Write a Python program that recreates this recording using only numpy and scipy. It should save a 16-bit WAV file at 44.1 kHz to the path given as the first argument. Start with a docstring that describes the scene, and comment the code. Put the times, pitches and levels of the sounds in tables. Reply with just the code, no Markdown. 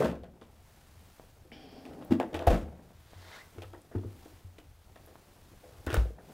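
"""Refrigerator doors are swung and closed inside a motorhome, after a freezer drawer is rolled shut.
Blows ring the cabinet's panels as decaying modes and shake its trays and shelves as clumpy noise.
Seals and floor thump as sagging sines, hard parts snap and click, and the cabinet shudders on.
The drawer is noise through resonances of its box and rails; a sleeve sweeps past and squeaks.
Behind the close capsules' view lie a low drone, a changing hiss and murmur, and a short room."""
import sys
import numpy as np
from scipy import signal
from scipy.fft import rfft, irfft
from scipy.io import wavfile
from scipy.ndimage import uniform_filter1d

SR = 44100
rng = np.random.default_rng(int(sys.argv[2]) if len(sys.argv) > 2 else 0)


def dump(signal):
    """Clip the signal to [-1, 1] and save it as 16-bit WAV at the path in sys.argv[1]."""
    limited = np.clip(np.atleast_2d(signal).T, -1, 1)
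    pcm = np.round(limited * 32767).astype(np.int16)
    wavfile.write(sys.argv[1], SR, pcm)


N = 279505

# Low drone of the cabin. Each row: frequency in Hz, relative level in dB per Hz.
CABIN_SPECTRUM = [(20, 0), (40, 0), (62, 0.5), (85, 5.5), (105, -1.5), (130, -5.5), (250, -33.5)]
CABIN_DB = -59.5

# Background hiss and dull murmur, changing over time; the hiss sinks after slams while the murmur swells.
# Each row: time in seconds, hiss level in dB, murmur level in dB.
BACKGROUND_LEVELS = [(0, -81, -74), (.3, -75, -62.5), (.55, -68.5, -64.5), (.72, -64.5, -65),
                     (1.2, -64, -64.5), (1.48, -69.5, -65.5), (2.05, -66.5, -51), (2.65, -71.5, -49),
                     (3.0, -66.5, -67.5), (3.4, -62, -62.5), (3.75, -67, -67), (4.0, -67.5, -61),
                     (4.24, -61, -61), (4.5, -67.5, -67), (4.8, -68.5, -69), (5.0, -65.5, -63.5),
                     (6.05, -62.5, -63.5), (6.16, -70, -61.5), (6.34, -60.5, -51)]
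# Soft background hiss. Each row: frequency in Hz, relative level in dB per Hz.
HISS_SPECTRUM = [(800, 5), (2500, -1.5), (4000, -3), (7000, -6), (15500, -8)]
# Dull low-mid murmur. Each row: frequency in Hz, relative level in dB per Hz.
MURMUR_SPECTRUM = [(150, -1), (300, -6.5), (500, -8.5), (750, -9.5), (1100, -22), (2500, -31.5)]

# Weave of the sleeve sweeping past. Each row: frequency in Hz, relative level in dB per Hz.
WEAVE_SPECTRUM = [(300, 1), (650, 7.5), (1200, 4), (2100, 4), (2700, -3), (3600, 2), (6000, -7),
                  (15000, -24)]
# Squeaks of the sleeve. Each row: start in seconds, length in seconds, level in dB, climb time in seconds.
SQUEAKS = [(3.31, .052, -54, .011), (3.359, .068, -53, .027)]
SWEEP_S, SWEEP_DB = 3.341, -52  # height of the sweep
SWELL_DB_PER_S, EBB_DB_PER_S2 = 58, 1310
SQUEAK_LOW_HZ, SQUEAK_CEILING_HZ = 1070, 2190

# Tones of the drawer box. Each row: frequency in Hz, nominal width in Hz, relative level in dB.
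BOX_TONES = [(277, 32, 8), (397, 61, 5), (513, 62, 0), (738, 34, 5)]
# Rough stretch that swells the lower box tones. Each row: time in seconds, added level in dB.
ROUGH_STRETCH = [(1.52, -0.5), (1.92, 4.5), (1.945, 8.5), (2.025, 8), (2.05, -2)]
# Tones of the steel rails. Each row: frequency at full speed in Hz, nominal width in Hz, relative level in dB.
RAIL_TONES = [(1780, 190, 1), (2440, 130, 7.5), (3210, 300, 13), (4930, 630, -1), (5300, 280, -7)]
# Broad scrape of the rails. Each row: frequency in Hz, relative level in dB per Hz.
SCRAPE_SPECTRUM = [(1500, 2), (3300, 0), (3900, -8), (4500, 3), (5700, 0), (6000, -28)]
SLIDE_S, STOP_S = 1.522, 2.11
JERK_DB, JERK_S = 6.5, 0.019  # extra level as the drawer breaks loose, and its decay constant
BOX_DB, WALL_HZ = -56, 650  # box tones above WALL_HZ stay even on the rough stretch
RAILS_DB, SCRAPE_DB = -64.5, -1  # the scrape is set against the song of the rails
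STIFF_HZ = 4000  # rail tones above this neither follow the speed nor fade early
LOW_RAILS_DB_PER_S = -42  # fade of the lower rail tones against the stiff ones
HUSH_S, HUSH_DB_PER_S = 1.78, -72  # from here on song and scrape fade together

# Tiny bright ticks. Each row: start in seconds, level in dB, frequency in Hz.
TICKS = [(1.518, -40.5, 2150), (2.0499, -41, 13000), (3.818, -47, 9170), (5.0625, -41, 12300)]
# Dry finger clicks on handles and trim. Each row: start in seconds, level before decay in dB, frequency in Hz.
CLICKS = [(1.1975, -31, 620), (2.907, -41, 686), (3.1336, -34, 727), (5.156, -33, 830)]
# Hard parts snapping together. Each row: start in seconds, level before decay in dB.
SNAPS = [(2.471, -26.5), (5.865, -33.5), (5.9428, -23)]
# Sharp colour of a snap. Each row: frequency in Hz, relative level in dB per Hz.
SNAP_SPECTRUM = [(500, 17.5), (3000, -6.0), (10000, -2.5), (15500, -4)]

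# Deep thumps of seals and floor. Each row: time in seconds, level in dB, settled pitch in Hz, t60 in seconds.
THUMPS = [(0.056, -37, 69, 0.45), (2.101, -31, 96.8, 0.28), (2.34, -37, 83, 0.46),
          (2.474, -10, 73.5, 0.088), (2.499, -18.5, 46, 0.26), (2.52, -12, 29.3, 0.057),
          (2.62, -36, 74, 0.39), (3.16, -44, 88, 0.37), (3.578, -37.5, 91.3, 0.19),
          (3.649, -43.5, 92.7, 0.34), (3.958, -25.5, 95, 0.2), (4.055, -32.5, 97.6, 0.21),
          (4.446, -39.5, 87.5, 0.22), (5.87, -26, 76, 0.12), (5.927, -28.5, 99.5, 0.38),
          (5.973, -15.5, 56.7, 0.28)]

# Cabinet shuddering on after the big slams. Each row: start in seconds, level in dB, t60 in seconds.
SHUDDERS = [(0.0, -32.5, 0.4), (2.498, -32, 0.4), (5.97, -35.5, 0.32)]
SHUDDER_WIDTH_HZ = 25.5  # of each panel while the cabinet shudders

# Modes of panels and trays. Each row: nominal frequency in Hz, relative level in dB.
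PANELS = [(135, 15.5), (183, 10.5), (226, 5.5), (268, 2.5), (323, -3.5), (360, -1), (430, -7), (506, -0.5),
          (592, -2.5), (646, -9), (700, 1), (759, -3), (870, -10.5)]
# Body of the rattling trays. Each row: frequency in Hz, relative level in dB per Hz.
TRAY_SPECTRUM = [(300, 9.5), (700, 8), (1000, -0.5), (1290, -2), (1950, -7.5), (2300, -27.5)]
# Body of the rattling door shelves. Each row: frequency in Hz, relative level in dB per Hz.
SHELF_SPECTRUM = [(400, 11), (1050, 1), (1550, 6.5), (1950, 1), (2600, -25)]
# Treble of either rattle. Each row: frequency in Hz, relative level in dB per Hz.
TREBLE_SPECTRUM = [(2300, 4.5), (2830, 4), (3200, 2), (3580, 1), (4200, -5.5), (9000, -13.5),
                   (15500, -18.5)]
# Blows on the cabinet. Each row: time in seconds, ring level in dB, centre of the struck modes in Hz,
# ring t60 at 450 Hz in seconds, rattle level in dB, hardness from 0 to 1.
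BLOWS = [(0.005, -16, 493, 0.08, -26, 0), (0.02, -22, 450, 0.19, -29.5, 0.43),
         (0.042, -19.5, 266, 0.099, -40, 1), (0.091, -24, 207, 0.092, -46.5, 0.55),
         (0.235, -38, 535, 0.077, -50, 0.6), (0.414, -45, 236, 0.077, -53.5, 0.87),
         (1.451, -51, 400, 0.13, -67, 0), (1.519, -40, 259, 0.048, -53.5, 0),
         (1.854, -43, 320, 0.21, -51, 0.73), (2.013, -44, 460, 0.065, -47.5, 0.66),
         (2.108, -19.5, 340, 0.1, -37, 0.45), (2.119, -10.5, 283.5, 0.065, -35.5, 0.79),
         (2.2, -18.5, 794, 0.075, -28.5, 0.34), (2.329, -35.5, 460, 0.17, -42, 0.35),
         (2.344, -29, 450, 0.087, -38, 1), (2.393, -33.5, 586, 0.2, -39.5, 0.5),
         (2.468, -19, 497, 0.041, -41, 1), (2.473, -10.5, 720, 0.089, -22.5, 0.53),
         (2.504, -20, 600, 0.13, -32, 0.68), (2.53, -18.5, 197, 0.1, -32, 0.5),
         (3.559, -48, 350, 0.12, -59, 0.1), (3.583, -36, 354, 0.058, -46.5, 0.7),
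         (3.62, -39.5, 613, 0.044, -40.5, 0.76), (3.733, -39.5, 380, 0.069, -45, 0.42),
         (3.914, -49, 363, 0.12, -52, 0.2), (3.95, -22.5, 337, 0.075, -46, 0.26),
         (3.983, -27.5, 358, 0.024, -46.5, 0.32), (4.033, -41, 340, 0.048, -54, 0.2),
         (4.046, -33, 370, 0.08, -64, 0.4), (4.256, -41.5, 336, 0.069, -57, 0.44),
         (4.584, -54, 413, 0.051, -46, 0.71), (4.959, -69, 494, 0.064, -50.5, 0.78),
         (5.073, -53.5, 476, 0.19, -57, 0.2), (5.631, -55, 493, 0.51, -57, 0.35),
         (5.867, -26, 310, 0.089, -34.5, 0.54), (5.904, -36, 356, 0.16, -39, 0.83),
         (5.93, -39, 500, 0.095, -42, 0.9), (5.942, -43, 630, 0.054, -32, 0.7),
         (5.953, -25.5, 394, 0.044, -40.5, 0.55), (5.966, -26, 604, 0.023, -34, 0.75),
         (6.055, -38.5, 500, 0.066, -71, 0.3), (6.106, -31.5, 453, 0.017, -69, 0.5),
         (6.184, -46.5, 690, 0.078, -58.5, 0)]
DOORS_S = 5.8  # after this the door shelves rattle instead of the trays
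NARROW_DB = 60  # lost by a mode one octave from the contact's pitch
PEAK_TURNS = 1.39  # cycles of the contact's pitch around which the ring builds up
LUMPY_DB = 4.8  # rms unevenness of the rattle
SOFT_TREBLE_DB, HARD_TREBLE_DB = -27, -5.5  # rattle treble against its body, softest and hardest blow
CRACK_DB, CRACK_S = 0, 0.0047  # extra treble at the start of each rattle, and its decay constant

# Tails of the room. Each row: frequency in Hz, t60 in seconds.
ROOM_T60 = [(100, 0.71), (700, 0.28), (4000, 0.25), (12000, 0.14)]
# Balance of the capsules. Each row: frequency in Hz, left minus right in dB.
LEFT_RIGHT = [(100, 1.13), (700, 1.12), (2000, 0.47), (6000, 0.18)]
# Diffuse sound of opposite sign at the two capsules. Each row: frequency in Hz, gain in dB.
DIFFUSE_GAIN = [(100, -42), (1000, -56)]
EDGE_HZ = 15800


def amp(db):
    """Decibels to gain."""
    return 10 ** (np.asarray(db) / 20)


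def unit(x):
    """Scales to rms 1."""
    return x / np.sqrt(np.mean(x ** 2) + 1e-20)


def read(points, hz):
    """Reads a table on a log-frequency axis."""
    f, value = np.transpose(points)
    return np.interp(np.log(hz + 1), np.log(f + 1), value)


def follow(rows):
    """Columns of a curve at every sample."""
    s, *columns = np.transpose(rows)
    return [np.interp(np.arange(N) / SR, s, c) for c in columns]


def add(mix, s, sound):
    """Mixes a sound in at time s."""
    part = mix[max(round(s * SR), 0):][:len(sound)]
    part += sound[:len(part)]


def coloured(x, points):
    """Gives x the spectrum of a table at rms 1, falling 24 dB per octave outside it."""
    hz = np.fft.rfftfreq(len(x), 1 / SR)
    octaves_below = np.maximum(np.log2(points[0][0] / (hz + 1)), 0)
    octaves_above = np.maximum(np.log2((hz + 1) / points[-1][0]), 0)
    gain = amp(read(points, hz) - 24 * (octaves_below + octaves_above))
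    return unit(irfft(rfft(x) * gain, len(x)))


def resonate(x, hz, width):
    """A resonance of gain 1 that follows the curve hz: shift down, smooth, shift back up."""
    turn = np.exp(2j * np.pi * np.cumsum(hz * np.ones(len(x))) / SR)
    r = np.exp(-np.pi * width / SR)
    return 2 * (turn * signal.lfilter([1 - r], [1, -r], x / turn)).real


def grainy(flutter_db, size, length=N):
    """Noise whose level flutters at random; size is the smoothing of the flutter in samples."""
    flutter = unit(uniform_filter1d(rng.standard_normal(length), size=size))
    return rng.standard_normal(length) * amp(flutter_db * flutter)


def cabin():
    """Low wavering drone: slowly fluttering noise confined to the bass."""
    return amp(CABIN_DB) * coloured(grainy(2.5, size=3000), CABIN_SPECTRUM)


def hiss_and_murmur():
    """Soft hiss and a dull low-mid murmur that swells after the slams, both fluttering noise."""
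    hiss_db, murmur_db = follow(BACKGROUND_LEVELS)
    hiss = amp(hiss_db) * coloured(grainy(1.0, size=300), HISS_SPECTRUM)
    murmur = amp(murmur_db) * coloured(grainy(2.3, size=600), MURMUR_SPECTRUM)
    return hiss + murmur


def squeak(length, db, climb_s):
    """A fuzzy whistle of the weave that climbs to a ceiling as a fold slips faster."""
    t = np.arange(0, length, 1 / SR)
    hz = SQUEAK_CEILING_HZ - (SQUEAK_CEILING_HZ - SQUEAK_LOW_HZ) * np.exp(-t / climb_s)
    fuzz = unit(resonate(rng.standard_normal(len(t)), hz, 160))
    tone = np.sin(2 * np.pi * np.cumsum(hz) / SR) + 0.35 * fuzz
    return amp(db) * np.sin(np.pi * t / length) ** .5 * tone


def sleeve():
    """Cloth on cloth: a broad swish that swells and ebbs, with short squeaks around its height."""
    t = np.arange(N) / SR
    swell_db = -SWELL_DB_PER_S * np.maximum(SWEEP_S - t, 0)
    ebb_db = -EBB_DB_PER_S2 * np.maximum(t - SWEEP_S, 0) ** 2
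    out = amp(SWEEP_DB + swell_db + ebb_db) * coloured(grainy(1.4, size=120), WEAVE_SPECTRUM)
    for s, *row in SQUEAKS:
        add(out, s, squeak(*row))
    return out


def drawer():
    """Rolling roughness drives the box and the steel rails, whose song climbs as the drawer gathers speed."""
    t = np.arange(N) / SR
    moving = uniform_filter1d(((t >= SLIDE_S) & (t <= STOP_S)) * 1., size=200)
    since = np.clip(t - SLIDE_S, 0, STOP_S - SLIDE_S)
    jerk_db = JERK_DB * np.exp(-since / JERK_S)
    hush_db = HUSH_DB_PER_S * np.maximum(t - HUSH_S, 0)
    speed = 1 - 0.08 * np.exp(-since / 0.03)  # relative to full speed
    rough_db = follow(ROUGH_STRETCH)[0]

    roughness = grainy(2.0, size=500)
    box = np.zeros(N)
    for hz, width, db in BOX_TONES:
        tone = resonate(resonate(roughness, hz, 2.0 * width), hz, 3 * width)
        box += amp(db + rough_db * (hz < WALL_HZ)) / np.sqrt(width) * tone

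    roughness = grainy(1.3, size=200)
    song = np.zeros(N)
    for hz, width, db in RAIL_TONES:
        loose = hz < STIFF_HZ
        pitch = hz * speed ** loose
        tone = resonate(resonate(roughness, pitch, 0.7 * width), pitch, 3 * width)
        song += amp(db + LOW_RAILS_DB_PER_S * since * loose) / np.sqrt(width) * tone

    scrape = amp(SCRAPE_DB) * coloured(grainy(1, size=200), SCRAPE_SPECTRUM)
    rails = amp(RAILS_DB + jerk_db + hush_db) * (unit(song) + scrape)
    return moving * (amp(BOX_DB + jerk_db) * unit(box) + rails)


def tick(db, hz):
    """Five cycles of a very small hard part, fullest early on."""
    cycles = np.arange(0, 5, hz / SR)
    return amp(db) * np.sin(2 * np.pi * cycles) * np.sin(np.pi * (cycles / cycles[-1]) ** .5) ** 2


def click(db, hz):
    """A single quick push with hardly any ring."""
    cycles = np.arange(SR // 50) / SR * hz
    return -amp(db) * np.sin(2 * np.pi * cycles) * np.exp(-2.2 * cycles)


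def snap(db):
    """Hard parts meet: a burst of broad noise that dies within milliseconds."""
    t = np.arange(SR // 20) / SR
    return amp(db) * np.exp(-t / 0.0017) * coloured(rng.standard_normal(len(t)), SNAP_SPECTRUM)


def thump(db, hz, t60):
    """Air squeezed by a seal pushes the cabin once; it swings out, sagging slightly in pitch."""
    t = np.arange(SR) / SR
    turns = hz * (t + 0.0029 * (1 - np.exp(-t / 0.072)))
    rise = 1 - np.exp(-(t * hz / 0.44) ** 2)  # builds up within a cycle
    fall = amp(db - 60 * (t / t60) ** 1.314)  # the soft seal damps it ever faster
    return fall * rise * np.sin(2 * np.pi * turns)


def shudder():
    """After each big slam the panels keep humming, stirred by a dull noise."""
    level, t = np.zeros(N), np.arange(SR) / SR
    for s, db, t60 in SHUDDERS:
        add(level, s, amp(db - 60 * t / t60) * (1 - np.exp(-t / 0.0011)))
    stir = grainy(1.3, size=600)
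    hum = sum(amp(db) * resonate(stir, hz, SHUDDER_WIDTH_HZ) for hz, db in PANELS)
    return level * unit(hum)


def panel_ring(t, centre_hz, t60):
    """Panel modes near the contact's pitch ring, almost in step at the height of the contact."""
    hz, db = np.transpose(PANELS)[:, :, None]
    near_db = db - NARROW_DB * np.log2(hz / centre_hz) ** 2  # far modes are barely stirred
    detune, lag = rng.uniform(-1.16, 1, (2, len(PANELS), 1))
    mode_t60 = t60 * (450 / hz) ** 0.32  # low panels ring longer
    phase = 2 * np.pi * hz * (1 + 0.028 * detune) * (t - PEAK_TURNS / centre_hz) + 0.96 * lag
    modes = amp(near_db - 60 * t / mode_t60) * np.cos(phase)
    rise = 1 - np.exp(-(t * centre_hz / PEAK_TURNS) ** 2)
    return modes.sum(0) * rise / np.linalg.norm(amp(near_db))


def loose_rattle(t, body_spectrum, t60, hard):
    """Loose parts knock in quick clumps; a harder blow brings out their treble."""
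    body = coloured(grainy(LUMPY_DB, 130, len(t)), body_spectrum)
    treble = coloured(grainy(LUMPY_DB, 130, len(t)), TREBLE_SPECTRUM)
    treble_db = SOFT_TREBLE_DB + (HARD_TREBLE_DB - SOFT_TREBLE_DB) * hard
    crack = 1 + amp(CRACK_DB) * np.exp(-t / CRACK_S)
    shake = amp(-60 * (t / (1.405 * t60)) ** 1.387) * (1 - np.exp(-t / 0.00058))
    return shake * (body + amp(treble_db) * treble * crack)


def blow(body_spectrum, ring_db, centre_hz, t60, rattle_db, hard):
    """Panels near the struck place ring; loose parts rattle on for a moment."""
    t = np.arange(SR // 2) / SR
    ring = amp(ring_db) * panel_ring(t, centre_hz, t60)
    return ring + amp(rattle_db) * loose_rattle(t, body_spectrum, t60, hard)


def cabinet():
    """All blows, snaps, clicks and ticks as one signal, the deep thumps as another."""
    knocks, deep = np.zeros((2, N))
    for s, *row in BLOWS:
        body_spectrum = SHELF_SPECTRUM if s > DOORS_S else TRAY_SPECTRUM
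        add(knocks, s - .001, blow(body_spectrum, *row))  # starts just ahead of its time
    for rows, sound in ((SNAPS, snap), (CLICKS, click), (TICKS, tick)):
        for s, *row in rows:
            add(knocks, s, sound(*row))
    for s, *row in THUMPS:
        add(deep, s - .003, thump(*row))
    return knocks, deep


def room(x):
    """Noise tails, each band dying at its own speed; one shared, one for the left-right difference."""
    taps = rng.standard_normal((2, SR // 2)) * (np.arange(SR // 2) > 200)  # silent for the first 200 samples
    hz, t, bands = signal.stft(taps, SR, nperseg=256)
    decay = amp(-60 * t / read(ROOM_T60, hz)[:, None])
    tail = signal.istft(bands * decay, SR, nperseg=256)[1]
    return signal.fftconvolve(x[None], tail / np.linalg.norm(tail[0]), axes=1)[:, :N]


def scene():
    """Close capsules hear nearly the same sound, the left a little louder."""
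    knocks, deep = cabinet()
    near = knocks + drawer() + sleeve()
    wet, wide = room(near)
    mid = near + amp(-10.0) * wet + deep + shudder() + hiss_and_murmur() + cabin()
    hz = np.fft.rfftfreq(N, 1 / SR)
    around = hiss_and_murmur() + cabin() + wide  # fresh background, plus the room's tail of the near sounds
    diffuse = irfft(rfft(around) * amp(read(DIFFUSE_GAIN, hz)), N)
    lean = amp(read(LEFT_RIGHT, hz) / 2)
    left = irfft(rfft(mid) * lean, N) + diffuse
    right = irfft(rfft(mid) / lean, N) - diffuse
    return np.array([left, right])


def record(dry):
    """Band limit of the microphone channel: a steep low-pass at EDGE_HZ."""
    low_pass = signal.firwin(511, EDGE_HZ, window=("kaiser", 9), fs=SR)
    return signal.oaconvolve(dry, low_pass[None], "same")


dry = scene()
out = record(dry)
dump(out)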